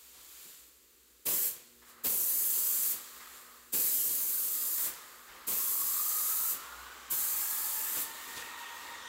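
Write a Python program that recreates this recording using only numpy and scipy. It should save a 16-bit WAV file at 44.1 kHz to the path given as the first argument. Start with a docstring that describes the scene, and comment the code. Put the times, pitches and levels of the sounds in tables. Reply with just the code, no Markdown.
"""An airless spray gun coats a wall in five trigger pulls, in a room hung with plastic sheeting.
Each pull spits as the needle valve opens, hisses as the jet atomises and pelts the wall, and sputters shut.
A soft hiss lingers between pulls; the painter shifts and scuffs. Further off a piston pump hums and
rushes, then a motor spins up, its vanes chopping the air into a rising, fuzzy whine."""
import sys
import numpy as np
from scipy import signal
from scipy.fft import rfft, irfft
from scipy.io import wavfile
from scipy.ndimage import uniform_filter1d

SR = 44100
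rng = np.random.default_rng(int(sys.argv[2]) if len(sys.argv) > 2 else 0)


def store_pcm(level_fs):
    """Save levels as 16-bit WAV."""
    pcm = np.round(np.clip(level_fs, -1, 1) * 32767).astype(np.int16)
    wavfile.write(sys.argv[1], SR, np.atleast_2d(pcm).T)


N = 400428
TIME = np.arange(N) / SR
SPIN_FROM_S = 4.72  # shaft starts to speed up

# trigger pulls: on/s, off/s, hiss/dB, change over sweep/dB, extra treble/dB, pelting/dB, drumming/dB,
# opening splatter/dB, opening puff/dB, closing sputter/dB, sputter lead/s, lingering hiss/dB
TRIGGER_PULLS = [(1.252, 1.479, -31, -3, 2.5, -45.5, -53, -41, -43.5, -57, 0.012, -60),
                 (2.035, 2.92, -33, 2.5, 4.5, -48, -55.5, -42, -41.5, -53, 0.027, -46.5),
                 (3.722, 4.867, -30, -3.5, 2, -43.7, -55.5, -45, -44, -48.5, 0.032, -50.5),
                 (5.467, 6.52, -33.1, 2.5, 3, -48.5, -62, -43, -45.5, -50.5, 0.026, -49.5),
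                 (7.098, 8.026, -32, -2.2, 1.3, -46.5, -66, -48, -56, -44.5, .09, -46.5)]
# surge of pump and motor: f/Hz, density/dB
SURGE_SPECTRUM = [(300, -19.5), (700, -12), (1000, -3), (1500, -4), (1950, -4), (2400, -10), (4500, -14.5),
                  (12000, -32)]


def amp(db):
    """Decibels to gain."""
    return 10 ** (np.asarray(db) / 20)


def unit(x):
    """Scale to rms 1."""
    return x / np.sqrt(np.mean(x ** 2) + 1e-20)


def ease(start_s, length_s):
    """S-curve from 0 to 1."""
    return .5 - .5 * np.cos(np.pi * np.clip((TIME - start_s) / length_s, 0, 1))


def bell(middle_s, sigma_s):
    """Gaussian swell and ebb."""
    return np.exp(-((TIME - middle_s) / sigma_s) ** 2 / 2)


def swell(start_s, rise_s, decay_s):
    """Linear rise, exponential decay."""
    age_s = TIME - start_s
    return np.clip(age_s / rise_s, 0, 1) * np.exp(-np.maximum(age_s - rise_s, 0) / decay_s)


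def read(points, hz):
    """Interpolate (f/Hz, value) points over log frequency."""
    f, value = np.transpose(points)
    return np.interp(np.log(hz + 1), np.log(f + 1), value)


def colour(x, spectrum):
    """Filter by (f/Hz, level/dB) points; rms 1."""
    return unit(irfft(rfft(x) * amp(read(spectrum, np.fft.rfftfreq(N, 1 / SR))), N))


def noise(spectrum):
    """Turbulence with a given spectrum."""
    return colour(rng.standard_normal(N), spectrum)


def wander(rate_hz):
    """Low-passed random motion, rms 1."""
    hz = np.fft.rfftfreq(N, 1 / SR)
    return unit(irfft(rfft(rng.standard_normal(N)) / (1 + (hz / rate_hz) ** 2), N))


def fuzzy_tone(angle, width_hz):
    """Tone smeared into a band by wandering strength and phase."""
    return wander(width_hz / 2) * np.cos(angle) + wander(width_hz / 2) * np.sin(angle)


def droplets(per_s, spread_db):
    """Tiny random impacts, a few of them large."""
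    size = amp(spread_db * np.minimum(rng.exponential(1, N), 4))
    return unit(size * rng.standard_normal(N) * (rng.random(N) < per_s / SR))


def shifting_reflections(x, depth_db):
    """Near reflections shift as things move: patches of the spectrum swell and fade."""
    spectra = signal.stft(x, nperseg=512)[2]
    patches = uniform_filter1d(rng.standard_normal(spectra.shape), size=6, axis=0)
    patches = unit(uniform_filter1d(patches, size=24, axis=1))
    return unit(signal.istft(spectra * amp(depth_db * patches))[1][:N])


def echo_tail(taps_per_s=4000, gap_s=.004):
    """Dense wall reflections; the midrange rings longest."""
    # reverberation time: f/Hz, T60/s
    t60 = [(100, 0.17), (500, 0.73), (2000, 0.91), (7000, 0.54), (15000, 0.28)]
    taps = rng.standard_normal(SR) * (rng.random(SR) < taps_per_s / SR) * (TIME[:SR] > gap_s)
    hz, t, spectra = signal.stft(taps, SR, nperseg=256)
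    decay = amp(-60 * t / read(t60, hz)[:, None])
    tail = signal.istft(spectra * decay, SR, nperseg=256)[1]
    return tail / np.linalg.norm(tail)


def room(x, wet_db, positions=20):
    """The gun moves: each reflection pattern fades into the next at constant power."""
    place = np.linspace(0, positions - 1, N)
    wet = np.zeros(N)
    for k in range(positions):
        share = np.sqrt(np.maximum(1 - abs(place - k), 0))
        wet += signal.oaconvolve(x * share, echo_tail())[:N]
    return (x + amp(wet_db) * wet) / np.hypot(1, amp(wet_db))


def room_tone(rumble_db=-72, drone_db=-78, drone_hz=60):
    """Building rumble and a faint, wavering drone."""
    # rumble: f/Hz, density/dB
    rumble_spectrum = [(20, -21), (45, -3), (70, 3), (95, -17), (130, -12), (170, -11), (280, -1),
                       (400, -1), (520, -2), (700, -23), (1200, -11), (4000, -15), (15000, -34)]
    angle = 2 * np.pi * drone_hz * TIME
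    drone = np.sin(angle) + .5 * fuzzy_tone(angle, width_hz=12)
    return amp(rumble_db) * noise(rumble_spectrum) + amp(drone_db) * drone


def vane_whine(shaft_hz, angle, build_s=.54):
    """Vanes chop the air; turbulence smears each tone and the housing favours some pitches."""
    # vane tones: multiple of shaft rate, width/Hz, beat depth
    tones = [(12, 28, .15), (18.2, 95, .2), (23.8, 76, .3), (47.6, 380, .2)]
    # entry of each tone: t/s, level before housing/dB
    entries = [(6.4, -53), (6.1, -58), (5.29, -49), (6.3, -59)]
    # housing response: f/Hz, gain/dB
    housing = [(780, -19), (850, -6), (880, -2), (915, -6), (945, -0.7), (1090, -1), (1150, -3), (1280, 0),
               (1370, -5.5), (1450, -6.5), (1620, -9), (1770, -8), (1860, -3.5), (3700, -9)]
    whine = np.zeros(N)
    for (order, width_hz, depth), (start_s, db) in zip(tones, entries):
        # uneven vanes: sidebands one and two shaft rates away
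        sidebands = fuzzy_tone(angle, width_hz=20) + fuzzy_tone(2 * angle, width_hz=20)
        beating = unit(1 + depth * sidebands)
        core = np.cos(order * angle + 2 * wander(width_hz / 4))
        tone = unit(fuzzy_tone(order * angle, width_hz) + core)
        whine += ease(start_s, build_s) * amp(db + read(housing, order * shaft_hz)) * tone * beating
    return whine


def motor(cut_in_s=5.26, spin_up_s=4.05, idle_hz=41, full_hz=78.4, throb=.086, waver_db=1.1):
    """Cuts in with one surge and speeds up: vane whine, cooling air, shaking mount."""
    # cooling air: f/Hz, density/dB
    air_spectrum = [(100, -22), (280, -0.5), (520, -2), (680, -5), (850, 6.5), (1100, 8), (1500, -1.5),
                    (2200, 2.5), (3800, 1.5), (5200, -6), (7500, -3), (10000, -16), (15000, -44)]
    # mount vibration: shaft rate/Hz, level/dB
    mount = [(42, -76), (52, -73), (57, -65), (62, -71), (70, -71), (78, -79)]
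    full_air_db, air_db_per_octave = -49.5, 14
    shaft_hz = idle_hz + (full_hz - idle_hz) * ease(SPIN_FROM_S, spin_up_s)
    angle = 2 * np.pi * np.cumsum(shaft_hz) / SR
    whine = vane_whine(shaft_hz, angle)
    air_gain = amp(full_air_db + air_db_per_octave * np.log2(shaft_hz / full_hz))
    air = air_gain * shifting_reflections(noise(air_spectrum), depth_db=2.2) * (1 + throb * np.sin(angle))
    shake = amp(read(mount, shaft_hz)) * fuzzy_tone(angle, width_hz=4.2)
    surge = amp(-54) * swell(cut_in_s, rise_s=.029, decay_s=.27) * noise(SURGE_SPECTRUM)
    return surge + ease(cut_in_s, .04) * (shake + air) + amp(waver_db * wander(5.3)) * whine


def pump(load_s=1.5, hum_db=-1, fade_db_per_s=.3, waver_db=2, running_db=-54, churn_db=1):
    """Mains hum under load, a surge per piston stroke, and a whistling rush of flow."""
    # mains harmonics: f/Hz, level/dB
    harmonics = [(120, -85), (240, -74), (360, -75.5), (480, -80)]
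    # piston turns: t/s, surge/dB, rise/s, decay/s, rush/dB
    strokes = [(1.815, -60, 0.0078, 0.076, -58.5), (3.195, -53, .012, 0.14, -54.5),
               (4.775, -51, 0.018, 0.29, -54.5), (6.27, -53, .018, .068, -65)]
    # rush into and out of each turn: delay/s, sigma/s, gain/dB
    lobes = [(-.24, .22, -4.5), (.22, 0.18, -3)]
    # rush: f/Hz, density/dB
    rush_spectrum = [(200, -30), (500, -5.5), (700, -13), (950, -6.5), (1120, 0.5), (1260, 3.5), (1400, -4),
                     (1650, -3.5), (1950, -5), (2500, -14), (5000, -17), (12000, -58)]
    hum = sum(amp(db + waver_db * wander(4)) * np.sin(2 * np.pi * hz * TIME + .5 * wander(3.5))
              for hz, db in harmonics)
    load = ease(load_s, .18) * amp(hum_db - fade_db_per_s * (TIME - load_s))
    surge_gain = sum(amp(db) * swell(t, rise_s, decay_s) for t, db, rise_s, decay_s, _ in strokes)
    surges = surge_gain * noise(SURGE_SPECTRUM)
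    stroke_flow = sum(amp(db + lobe_db) * bell(t + delay_s, sigma_s)
                      for t, *_, db in strokes for delay_s, sigma_s, lobe_db in lobes)
    primed = ease(strokes[0][0], .1)
    steady_flow = amp(running_db) * ease(SPIN_FROM_S, 1)
    flow = np.hypot(primed * stroke_flow, steady_flow)
    rush = flow * amp(churn_db * wander(3.8)) * noise(rush_spectrum)
    return rush + surges + np.sqrt(2) * load * hum


def soft_hiss(floor_db=-62.5, fade_db_per_s=17.5, grain=.29):
    """Faint, grainy hiss: lingers after each pull, swells as the painter moves."""
    # hiss: f/Hz, density/dB
    spectrum = [(150, -19), (400, -4.5), (700, -11.5), (1100, -2.5), (2000, -3.5), (4500, 1), (5500, -3),
                (6500, 0.5), (7400, 5), (9000, -1), (12400, 0.5), (13400, 5), (14700, 1.5), (20000, -4)]
    # swells: t/s, level/dB, sigma/s
    swells = [(.06, -56, 0.1), (0.416, -50.5, 0.13), (1.9, -56, .02), (3.365, -54, .035),
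              (8.32, -48.5, 0.091), (8.61, -52, .018), (8.82, -54, 0.1)]
    power = amp(floor_db) ** 2 + sum(amp(db) ** 2 * bell(t, sigma_s) for t, db, sigma_s in swells)
    for on_s, off_s, *_, linger_db in TRIGGER_PULLS:
        linger = amp(linger_db - fade_db_per_s * np.maximum(TIME - off_s, 0))
        power += (ease(on_s, off_s - on_s) * linger) ** 2
    grains = rng.standard_normal(N) + grain * droplets(per_s=900, spread_db=2.2)
    return np.sqrt(power) * colour(grains, spectrum)


def soft_blows(blows, lumpy_db):
    """Soft impacts, grit above a dull puff. Rows: t/s, grit/dB, puff/dB, rise/s, decay/s."""
    # grit: f/Hz, density/dB
    grit_spectrum = [(250, -2.5), (600, -0.5), (1150, 4), (1700, -2.5), (2600, 2), (5000, 0.5), (7500, -3),
                     (10000, -2.5), (15800, -29)]
    # puff: f/Hz, density/dB
    puff_spectrum = [(25, -30), (55, -10), (95, -23), (130, -2.5), (250, -2), (380, -1), (500, -2),
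                     (700, -14), (1500, -17.5)]
    grit_gain = sum(amp(db) * swell(t, rise_s, decay_s) for t, db, _, rise_s, decay_s in blows)
    puff_gain = sum(amp(db) * swell(t, rise_s, decay_s) for t, _, db, rise_s, decay_s in blows)
    grit = colour(rng.standard_normal(N) + .38 * droplets(per_s=2500, spread_db=1.3), grit_spectrum)
    return amp(lumpy_db * wander(65)) * (grit_gain * grit + puff_gain * noise(puff_spectrum))


def scuffs_and_thuds():
    """The painter's soft steps and scuffs, and a soft low thud as the motor cuts in."""
    # scuffs and thuds: t/s, scuff/dB, thud/dB, rise/s, decay/s
    blows = [(0.12, -58, -76, .05, .06), (0.44, -70, -64, .02, .06), (2.6, -66, -62, .015, .05),
             (4.07, -61, -48, .012, .055), (5.31, -66, -62, .04, .12), (8.26, -58, -53.5, .02, .06),
             (8.345, -45.7, -61, .036, .055)]
    return soft_blows(blows, lumpy_db=1.7)


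def spits():
    """The part-open needle throws coarse drops at both ends of each pull."""
    spit_delay_s, spit_rise_s, spit_decay_s = .001, .021, .069
    sputter_rise_s, sputter_decay_s, puff_offset_db = .041, .074, -6.5
    blows = []
    for on_s, off_s, *_, splatter_db, puff_db, sputter_db, lead_s, _ in TRIGGER_PULLS:
        spit = (on_s + spit_delay_s, splatter_db, puff_db, spit_rise_s, spit_decay_s)
        sputter = (off_s - lead_s, sputter_db, sputter_db + puff_offset_db, sputter_rise_s, sputter_decay_s)
        blows += [spit, sputter]
    return soft_blows(blows, lumpy_db=2.7)


def valve(on_s, off_s, open_s=.014, bleed_s=.028):
    """Needle valve flow: snaps open; pressure bleeds away after release."""
    return np.clip((TIME - on_s) / open_s, 0, 1) * np.exp(-np.maximum(TIME - off_s, 0) / bleed_s)


def spray(flutter_db=.5, drop_share=.5):
    """The jet tears into mist at the tip; droplets pelt the wall and make it drum. 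One arm sweep a pull."""
    # atomising at the tip: f/Hz, density/dB
    hiss_spectrum = [(3000, -31), (4600, -16), (5500, -19), (6300, -6), (6750, -7), (7400, -1.5),
                     (8000, -3), (8900, -5), (10500, -3), (12400, -1), (13300, 3), (14600, 1.5),
                     (20000, -11)]
    # treble shelf: f/Hz, share
    shelf = [(8000, 0.11), (10000, 0.66), (15000, 1)]
    # droplets on the wall: f/Hz, density/dB
    pelting_spectrum = [(60, -43), (150, -15), (250, -8.5), (700, -15), (1000, -6), (2200, -4.5),
                        (3500, -1.5), (4800, 1.5), (5500, 0.5), (8000, -2.5), (15000, -21)]
    # wall and masking drumming: f/Hz, density/dB
    drum_spectrum = [(100, -29), (220, -2.5), (370, 1.5), (520, 1), (700, -8), (1200, -18.5)]
    sweep_s, return_s, return_share = .71, .18, .3  # arm starts back just before release
    dulling_db, pelting_fade_db, drum_fade_db = -2.4, -2, -4.5  # per full sweep
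    treble_lag = .61  # share of the sweep's level change that the treble misses
    onset_dip_db, onset_dip_s = -.1, .05  # hiss starts a shade softer as the valve opens
    hiss = shifting_reflections(noise(hiss_spectrum), depth_db=1)
    treble = irfft(rfft(hiss) * read(shelf, np.fft.rfftfreq(N, 1 / SR)), N)
    impacts = rng.standard_normal(N) + drop_share * droplets(per_s=4000, spread_db=5.6)
    pelting = shifting_reflections(colour(impacts, pelting_spectrum), depth_db=2.5)
    drum = noise(drum_spectrum)
    out = np.zeros(N)
    for on_s, off_s, hiss_db, change_db, treble_db, pelting_db, drum_db, *_ in TRIGGER_PULLS:
        sweep = ease(on_s, sweep_s) * (1 - return_share * ease(off_s - return_s, return_s))
        dip_db = onset_dip_db * np.exp(-np.maximum(TIME - on_s, 0) / onset_dip_s)
        treble_gain = amp(treble_db + (dulling_db - treble_lag * change_db) * sweep)
        tip = amp(hiss_db + dip_db + change_db * sweep) * (hiss + (treble_gain - 1) * treble)
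        wall = amp(pelting_db + (pelting_fade_db + change_db) * sweep) * pelting
        wall += amp(drum_db + drum_fade_db * sweep) * drum
        out += valve(on_s, off_s) * (tip + wall)
    return amp(flutter_db * wander(41)) * out


def scene():
    """Gun near, machines further off; both channels alike."""
    near = spray() + spits() + scuffs_and_thuds()
    mono = room(near, wet_db=-9) + soft_hiss() + pump() + motor() + room_tone()
    return np.array([mono, mono])


def record(dry):
    """Steep low-pass band limit."""
    edge_hz = 15790
    lowpass = signal.firwin(1023, edge_hz, window=("kaiser", 8), fs=SR)
    return signal.oaconvolve(dry, lowpass[None], "same")


dry = scene()
out = record(dry)
store_pcm(out)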